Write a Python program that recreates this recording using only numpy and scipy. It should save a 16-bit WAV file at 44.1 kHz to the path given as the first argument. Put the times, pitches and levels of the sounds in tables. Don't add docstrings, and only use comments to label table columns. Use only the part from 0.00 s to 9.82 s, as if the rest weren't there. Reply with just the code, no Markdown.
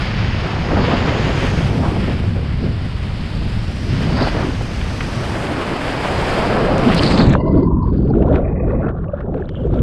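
import sys
import numpy as np
from scipy import signal
from scipy.fft import rfft, irfft, next_fast_len
from scipy.io import wavfile

SR = 44100
rng = np.random.default_rng(int(sys.argv[2]) if len(sys.argv) > 2 else 0)


def persist_wave(psi):
    counts = np.round(np.clip(psi, -1, 1) * 32767).astype(np.int16)
    wavfile.write(sys.argv[1], SR, np.atleast_2d(counts).T)


N = 433062
T = np.arange(N) / SR
PLUNGE_S = 7.36
FILM = np.clip(1 + (T - PLUNGE_S) / 0.21, 0, 1)
FILM_PITCH = 0.76 ** FILM


# t/s, relative level/dB
BOARD_CUT = [(0.0, -31.5), (0.71, -35.5), (0.82, -30), (1.45, -30.5), (1.81, -38), (2.08, -35),
             (2.3, -41.5), (3.88, -41), (3.9, -35.5), (4.37, -34.5), (4.61, -39.5), (6.41, -31),
             (6.74, -35.5), (6.92, -28.5), (7.23, -32.5), (7.25, -37), (7.33, -30)]
def cut_gain(glide_db, follow):
    return amp(glide_db + follow * (curves(BOARD_CUT)[0] + 36))


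# peak t/s, rise/s, roar level/dB, foam level/dB, pitch factor
WATER_SHEETS = [(0.15, 0.63, -53, -41, 1.9), (0.48, 0.034, -24.5, -54, 2.3), (0.81, 0.13, -19, -43.5, 1.09),
                (1.08, 0.51, -22, -46, 1.26), (1.86, 0.24, -22, -59, 0.69), (2.65, 0.046, -20.5, -44, 0.43),
                (3.98, 0.21, -23.5, -40, 0.37), (4.215, 0.086, -22.5, -34, 1.42),
                (4.405, 0.045, -20, -41, 1.38), (4.9, 0.36, -37.5, -45.5, 2.2),
                (5.48, 0.31, -24, -58, 1.35), (6.27, 0.75, -27, -40, 1.7), (6.98, .015, -32.5, -25, 1.3),
                (7.07, 0.06, -29, -30, 0.54), (7.19, 0.047, -16, -28.5, 1.1)]
SHEET_FALL = 1.43
# f/Hz, relative level/dB
ROAR_SPECTRUM = [(90, -16), (180, 1.5), (280, -2.5), (420, -4.5), (620, -7.5), (1000, -13), (1600, -21),
                 (3000, -52), (15000, -94)]
def whitewater():
    wake, sheets, approach = np.square(whitewater_gains())
    power = wake + sheets
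    pitch = (0.87 * wake + curves(WATER_SHEETS)[-1] * sheets) / power
    chop_db = 2.3 - 2.4 * approach / (power + approach)
    return sliding(white(), ROAR_SPECTRUM, pitch) * eddies(rate_hz=45, depth_db=chop_db) * np.sqrt(power)


def whitewater_gains():
    wake = cut_gain(glide_db=-33.5, follow=0.3)
    sheets = swells(WATER_SHEETS, SHEET_FALL, count=1)[0]
    approach = amp(-16.5 - 13 * np.maximum(6.585 - T, 0))
    return wake, sheets, approach


# f/Hz, relative level/dB
BREAKER_SPECTRUM = [(70, -1.5), (160, -5), (380, -1), (600, -2), (900, -4.5), (2300, -16), (4000, -41.5),
                    (15000, -89)]
def breaker():
    fold_s, octaves_per_s = 6.18, 1.05
    pitch = 1.06 * 2 ** (-octaves_per_s * np.clip(T - fold_s, 0, PLUNGE_S - fold_s))
    roar = sliding(white(), BREAKER_SPECTRUM, pitch)
    return roar * eddies(rate_hz=40, depth_db=1.1) * whitewater_gains()[2]


# f/Hz, relative level/dB
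WASH_SPECTRUM = [(200, -6.5), (500, 2), (900, 0.5), (1600, 2), (2300, 0.5), (3100, -1.5), (3600, -7),
                 (5000, -28), (5900, -33), (10000, -59)]
# f/Hz, relative level/dB
FOAM_SPECTRUM = [(1500, -37), (3000, -17), (3700, -0.5), (4500, 4), (5050, 3.5), (5600, -6), (6500, -34.5),
                 (15000, -77.5)]
def board():
    sheet_foam = swells(WATER_SHEETS, SHEET_FALL, count=2)[1]
    foam_gain = np.hypot(cut_gain(glide_db=-42.5, follow=0.7), sheet_foam)
    near = np.maximum(np.clip((20 * np.log10(foam_gain) + 38) / 7, 0, 1), FILM)
    drops = droplets(per_s=2500, spread_db=2.0)
    foam = cloud(low_hz=1545, high_hz=4760, per_s=1400, cycles=27, rise=0.16)
    froth = np.sqrt(1 - near / 2) * unit(white() + 0.32 * drops) + np.sqrt(near / 2) * foam
    spatter = eddies(rate_hz=32, depth_db=0.8 + 1.5 * near)
    wash = sliding(white() + 0.76 * drops, WASH_SPECTRUM, FILM_PITCH) * cut_gain(glide_db=-31, follow=1)
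    fizz = sliding(froth, FOAM_SPECTRUM, FILM_PITCH) * eddies(rate_hz=40, depth_db=0.7 + 0.5 * near)
    return (fizz * foam_gain + spatter * (wash + spray(drops))) * amp(-4.5 * FILM)


# f/Hz, relative level/dB
SPRAY_SPECTRUM = [(3000, -17.5), (5700, -0.5), (8300, 0.5), (10000, -5.5), (12000, -13), (14000, -25.5),
                  (15500, -43.5)]
# t/s, relative level/dB
SPRAY_PLUME = [(0.0, -56), (0.16, -62), (1.16, -58), (1.43, -52), (2.04, -56), (2.47, -63), (4.14, -53.5),
               (4.55, -54.5), (5.43, -48.5), (5.57, -51.5), (6.35, -46.5), (6.7, -55), (7.1, -44.5),
               (7.33, -51.5)]
def spray(drops):
    def mist_db(hz, t):
        edge_hz = 7700 * (1 + np.exp(np.minimum((6.92 - t) / 0.12, 2)))
        return read(SPRAY_SPECTRUM, hz) - 10 * np.log10(1 + (hz / edge_hz) ** 20)
    mist = shaped(white() + 0.72 * drops, mist_db) * amp(curves(SPRAY_PLUME)[0] + 4)
    return mist * eddies(rate_hz=85, depth_db=5.8 * FILM)


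# t/s, relative level/dB
TURBULENCE = [(7.41, -15), (7.52, -16), (8.3, -14), (8.55, -17), (8.8, -16), (9.18, -25.5), (9.27, -19.5),
              (9.52, -24), (9.67, -18), (9.81, -14)]
# f/Hz, relative level/dB
RUMBLE_SPECTRUM = [(10, -16.5), (50, 3), (125, -1), (180, -3.5), (260, -15), (450, -37), (4000, -100)]
def rumble():
    shaking = colour(white(), RUMBLE_SPECTRUM) * eddies(rate_hz=23, depth_db=-0.6)
    return shaking * amp(curves(TURBULENCE)[0] - 0.5)


# peak t/s, rise/s, churn level/dB, gurgle level/dB, crackle level/dB
AIR_GUSHES = [(7.58, 0.11, -14, -46, -56), (7.7, 0.1, -16.5, -71, -86), (7.97, 0.12, -21, -55.5, -59.5),
              (8.2, 0.13, -18, -41.5, -53.5), (8.35, 0.059, -18, -29, -44),
              (8.71, 0.059, -20.5, -35.5, -57.5), (8.87, 0.047, -24, -29.5, -62),
              (9.16, 0.15, -33, -40.5, -63.5), (9.37, 0.11, -25.5, -48, -62.5),
              (9.76, 0.22, -23, -42.5, -51.5)]
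def bubble_gains():
    stir_db = curves(TURBULENCE)[0] + 16
    shed = amp([-22 + 2 * stir_db, -54 + 0.2 * stir_db, -70.5 + 0.4 * stir_db])
    return np.hypot(shed, swells(AIR_GUSHES, fall=0.78, count=3))


# f/Hz, relative level/dB
CHURN_SPECTRUM = [(90, -12), (170, 5), (250, 4.5), (380, 2.5), (500, -4.5), (700, -18.5), (950, -25.5),
                  (1400, -34), (3000, -84.5)]
# t/s, pitch factor
CHURN_PITCH = [(7.36, 1.22), (7.8, 0.7), (8.15, 1.11), (8.32, 1.62), (8.5, 1.3), (9.35, 1.53), (9.7, 1.15)]
def churn():
    large = cloud(low_hz=127.9, high_hz=1078, per_s=750, cycles=17.6, rise=0.22) + 0.43 * white()
    return sliding(large, CHURN_SPECTRUM, curves(CHURN_PITCH)[0]) * bubble_gains()[0]


# f/Hz, relative level/dB
GURGLE_SPECTRUM = [(300, -19.5), (600, 9), (900, 4.5), (1400, 13), (1750, 1.5), (2100, -19.5), (3000, -32),
                   (9000, -75)]
# f/Hz, relative level/dB
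CRACKLE_SPECTRUM = [(900, -23.5), (2000, 2), (2700, 1.5), (3500, 0), (4800, -16), (8000, -25.5),
                    (11000, -46)]
def small_bubbles():
    _, gurgle_gain, crackle_gain = bubble_gains()
    pops = cloud(low_hz=915, high_hz=8070, per_s=700, cycles=7.8, rise=0.096, spread_db=4.5)
    small = cloud(low_hz=552, high_hz=2790, per_s=930, cycles=11, rise=0.082)
    bunches = eddies(rate_hz=15, depth_db=3.0)
    gurgle = colour(small + 0.49 * pops + 0.5 * white(), GURGLE_SPECTRUM) * gurgle_gain
    crackle = colour(pops + 1.4 * white(), CRACKLE_SPECTRUM) * crackle_gain
    return bunches * (gurgle + crackle)


# start t/s, duration/s, f/Hz, fall/octaves, level/dB
AIR_POCKETS = [(6.34, 0.25, 665, .15, -23.5), (6.48, 0.24, 485.6, 0.09, -22), (6.63, 0.23, 583, .25, -24),
               (6.82, .19, 204, 1.0, -14), (7.21, 0.14, 161.4, .5, -17.5), (7.51, .11, 290, .2, -17),
               (7.813, .06, 980, .05, -33), (8.15, .08, 440, .1, -21)]
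def pockets():
    out = np.zeros(N)
    for s, length, hz, fall, db in AIR_POCKETS:
        age = np.linspace(0, 1, int(length * SR))
        note = noisy_tone(hz * 2 ** (fall * (.5 - age)), width_hz=0.28 * hz, pure=0.46)
        add(out, s, amp(db) * note * np.sin(np.pi * age))
    return out


# t/s, f/Hz, peak
# level/dB
CLOSE_BUBBLES = [(6.994, 2980, -9.5), (7.034, 4400, -8.5), (7.358, 550, -12.5), (8.104, 760, -19.5),
                 (8.136, 1310, -26), (8.168, 487, -18), (8.279, 970, -19.5), (8.302, 602, -14),
                 (8.385, 546, -15.5), (8.777, 510, -19), (9.083, 2600, -44), (9.085, 567, -23.5),
                 (9.133, 560, -12), (9.139, 1340, -29), (9.345, 477, -17.5), (9.423, 1620, -27),
                 (9.456, 3680, -43), (9.555, 3150, -34), (9.644, 397, -14)]
def bloops():
    out, cycles = np.zeros(N), 17
    for s, hz, db in CLOSE_BUBBLES:
        ring = bubble(hz, cycles / hz, rise=0.086)
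        add(out, s, amp(db) * ring / abs(ring).max())
    return out


# t/s, peak level/dB, centre f/Hz, t60/s
WATER_IMPACTS = [(0.728, -10.5, 238, 0.074), (1.815, -15.5, 704, 0.49), (2.08, -16, 350, 0.08),
                 (2.236, -17, 454, 0.078), (2.347, -20, 380, 0.3), (2.634, -13.5, 246, 0.083),
                 (4.165, -16, 980, 0.47), (4.269, -15, 606, 0.076), (4.425, -17, 850, 0.07),
                 (3.41, -26, 550, 0.22), (4.43, -13.5, 210, 0.5), (4.607, -19, 597, .035),
                 (4.812, -20, 1670, 0.034), (5.006, -13.5, 1690, 0.038), (5.468, -17, 1950, 0.023),
                 (6.781, -19, 4460, 0.0061), (6.9, -10.5, 915, .03), (6.946, -21, 5760, 0.022),
                 (7.176, -13, 2500, .014), (7.198, -13, 1180, 0.087), (7.335, -13, 1360, 0.043),
                 (7.351, -3.5, 820, 0.014), (8.221, -30, 1600, 0.048), (8.358, -20, 1590, 0.012),
                 (8.523, -23, 600, 0.048), (8.886, -33, 1520, 0.058), (9.042, -27, 940, 0.024),
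                 (9.204, -31.5, 1370, 0.039), (9.342, -23.5, 790, .016), (9.491, -24.5, 1990, 0.016),
                 (9.546, -28.5, 1040, 0.019), (9.737, -21, 600, 0.02)]
def splats():
    out, t = np.zeros(N), T[:SR // 4]
    for s, db, hz, t60 in WATER_IMPACTS:
        envelope = np.minimum(t / (0.04 * t60), 1) * np.exp(-np.log(1000) * t / t60)
        band = signal.butter(3, [hz / 1.7, hz * 1.7], "band", fs=SR, output="sos")
        splat = signal.sosfilt(band, rng.standard_normal(len(t)) * envelope)
        add(out, s, amp(db) * splat / abs(splat).max())
    return out


# f/Hz, relative level/dB
WIND_SPECTRUM = [(10, -11), (45, 1), (115, 2.5), (170, -2.5), (250, -8), (400, -21), (2500, -82.5)]
# t/s, level/dB
AIRFLOW = [(1.5, -19), (2.3, -21.5), (3.15, -22.5), (3.75, -26.5), (4.4, -21.5), (5.3, -22), (5.8, -27),
           (6.3, -22.5), (6.9, -18.5), (7.35, -10.5)]
# peak t/s, rise/s, level/dB
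TURN_GUSTS = [(0.7, 0.038, -20), (1.75, 0.4, -19), (2.22, .03, -21), (3.21, 0.01, -17),
              (3.41, 0.052, -16.5), (3.58, 0.027, -22.5), (3.95, 0.15, -16.5)]
def wind():
    roar_db = 10 * np.log10(np.square(whitewater_gains()).sum(0))
    pitch = 2 ** ((roar_db + 26) / 36.5)
    strength = np.hypot(amp(curves(AIRFLOW)[0]), swells(TURN_GUSTS, fall=3.8, count=1)[0])
    return sliding(white(), WIND_SPECTRUM, pitch, size=4096) * eddies(rate_hz=18, depth_db=0.7) * strength


# start t/s, end t/s, f/Hz, bandwidth/Hz, level/dB
THIN_TONES = [(7.37, 7.6, 635, 80, -28), (7.35, 7.94, 1000, 220, -32), (7.37, 7.67, 2030, 130, -49),
              (7.36, 7.49, 2830, 200, -53), (7.37, 7.69, 4500, 900, -58), (7.81, 8.14, 4500, 900, -62),
              (8.35, 9.16, 1130, 170, -45), (8.3, 8.91, 1930, 500, -48.5), (8.3, 8.91, 2450, 300, -52.5),
              (9.47, 9.67, 3050, 600, -53)]
def thin_tones():
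    out, octaves_per_s = np.zeros(N), 0.08
    flutter = eddies(rate_hz=60, depth_db=4.5)
    for start, end, hz, width_hz, db in THIN_TONES:
        t = T[:round((end - start) * SR)]
        pure = 40 / width_hz
        band = noisy_tone(hz * 2 ** (octaves_per_s * (t - t.mean())), width_hz, pure)
        band = unit(band * (pure + flutter[round(start * SR):][:len(t)]))
        add(out, start, amp(db) * band * signal.windows.tukey(len(t), .2))
    return out


# t/s, upper edge f/Hz, level/dB
SKIM_HISS = [(.6, 6900, -49.5), (1.0, 7350, -46.5), (1.5, 7000, -42.5), (1.8, 6000, -48), (2.4, 5100, -58),
             (3.4, 4970, -42.5), (4.1, 6800, -49), (5.25, 6220, -42.5), (5.7, 6350, -70)]
def skim():
    def band_db(hz, t):
        ratio = (hz + 1) / curves(SKIM_HISS, t)[0]
        return -10 * np.log10((1 + ratio ** 60) * (1 + (0.5 / ratio) ** 10))
    return shaped(white(), band_db) * amp(curves(SKIM_HISS)[1])


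def surface_foam():
    level_db = np.interp(T, [9.3, 9.55, 9.8], [-110, -80, -75])
    return colour(droplets(per_s=900, spread_db=3.5), SPRAY_SPECTRUM) * amp(level_db)


def bubble(hz, t60, rise):
    age = np.arange(int(t60 * SR) + 8) / SR / t60
    swell = 1 - np.exp(-(5 * age) ** 2)
    return np.sin(2 * np.pi * hz * t60 * age * (1 + rise * age / 2)) * np.exp(-np.log(1000) * age) * swell


def cloud(low_hz, high_hz, per_s, cycles, rise, spread_db=0, count=28):
    out = np.zeros(N)
    for hz in np.geomspace(low_hz, high_hz, count):
        ring = bubble(hz, cycles / hz, rise)
        born, chance, size, sign = rng.random((4, N // 128))
        alive = chance < per_s / count * 128 / SR
        gain = amp(-spread_db * np.log(size + .02)) * np.sign(sign - .5) * hz
        at = (born[alive, None] * N).astype(int) + np.arange(len(ring))
        out += np.bincount(at.ravel(), (gain[alive, None] * ring).ravel(), N)[:N]
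    return unit(out)


def droplets(per_s, spread_db):
    size = amp(spread_db * np.minimum(rng.exponential(1, N), np.pi + 1))
    return unit(size * rng.choice([-1, 1], N) * (rng.random(N) < per_s / SR))


def noisy_tone(hz, width_hz, pure):
    detune = np.fft.fftfreq(SR, 1 / SR) / (width_hz / 2)
    noise = rng.standard_normal(SR) + 1j * rng.standard_normal(SR)
    flutter = np.fft.fft(noise / (1 + detune ** 4))[:len(hz)]
    flutter = flutter / np.sqrt(np.mean(abs(flutter) ** 2))
    return unit(((pure + flutter) * np.exp(2j * np.pi * np.cumsum(hz) / SR)).real)


def eddies(rate_hz, depth_db):
    t = T[::128]
    rates = rate_hz * 2 ** -rng.uniform(0, np.pi, 30)
    sway = sum(np.sin(2 * np.pi * (hz * t + rng.random())) for hz in rates)
    return unit(amp(depth_db * np.interp(T, t, unit(sway))))


def swells(rows, fall, count):
    s, rise_s, *levels = np.transpose(rows)
    t = T[::64]
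    age = (t - s[:, None]) / rise_s[:, None]
    shape = np.exp(-np.maximum(-age, age / fall) ** 1.7)
    return [np.interp(T, t, np.sqrt(amp(db) ** 2 @ shape ** 2)) for db in levels[:count]]


def shaped(x, db_of, size=1024):
    frames = dict(nperseg=size, noverlap=size - size // 4)
    hz, t, z = signal.stft(x, SR, **frames)
    gain = amp(db_of(hz[:, None], t[None]))
    gain = gain / np.sqrt((gain ** 2).mean(0))
    return unit(signal.istft(z * gain, SR, **frames)[1][:N])


def sliding(x, spectrum, factor, size=1024):
    return shaped(x, lambda hz, t: read(spectrum, hz / np.interp(t, T, factor)), size)


def colour(x, spectrum):
    size = next_fast_len(N)
    gain = amp(read(spectrum, np.fft.rfftfreq(size, 1 / SR)))
    return unit(irfft(rfft(x, size) * gain, size)[:N])


def read(spectrum, hz):
    f, db = np.transpose(spectrum)
    return np.interp(np.log(hz + 1), np.log(f + 1), db)


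def curves(rows, t=T):
    s, *columns = np.transpose(rows)
    return [np.interp(t, s, column) for column in columns]


def add(mix, s, sound):
    part = mix[round(s * SR):][:len(sound)]
    part += sound[:len(part)]


def white():
    return rng.standard_normal(N)


def amp(db):
    return 10 ** (np.asarray(db) / 20)


def unit(x):
    return x / np.sqrt(np.mean(x ** 2) + 1e-30)


def scene():
    under = np.clip((T - PLUNGE_S) / 0.05 + .5, 0, 1)
    air = wind() + whitewater() + breaker() + board() + skim()
    water = rumble() + churn() + small_bubbles() + surface_foam()
    return ((1 - under) * air + np.sqrt(under) * water + pockets() + thin_tones() + bloops() + splats())[None]


def record(dry):
    rounded = dry / (1 + dry ** 8) ** (1 / 8)
    low_pass = signal.firwin(511, cutoff=15100, window=("kaiser", 9), fs=SR)
    return signal.oaconvolve(rounded, low_pass[None], "same")


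dry = scene()
out = record(dry)
persist_wave(out)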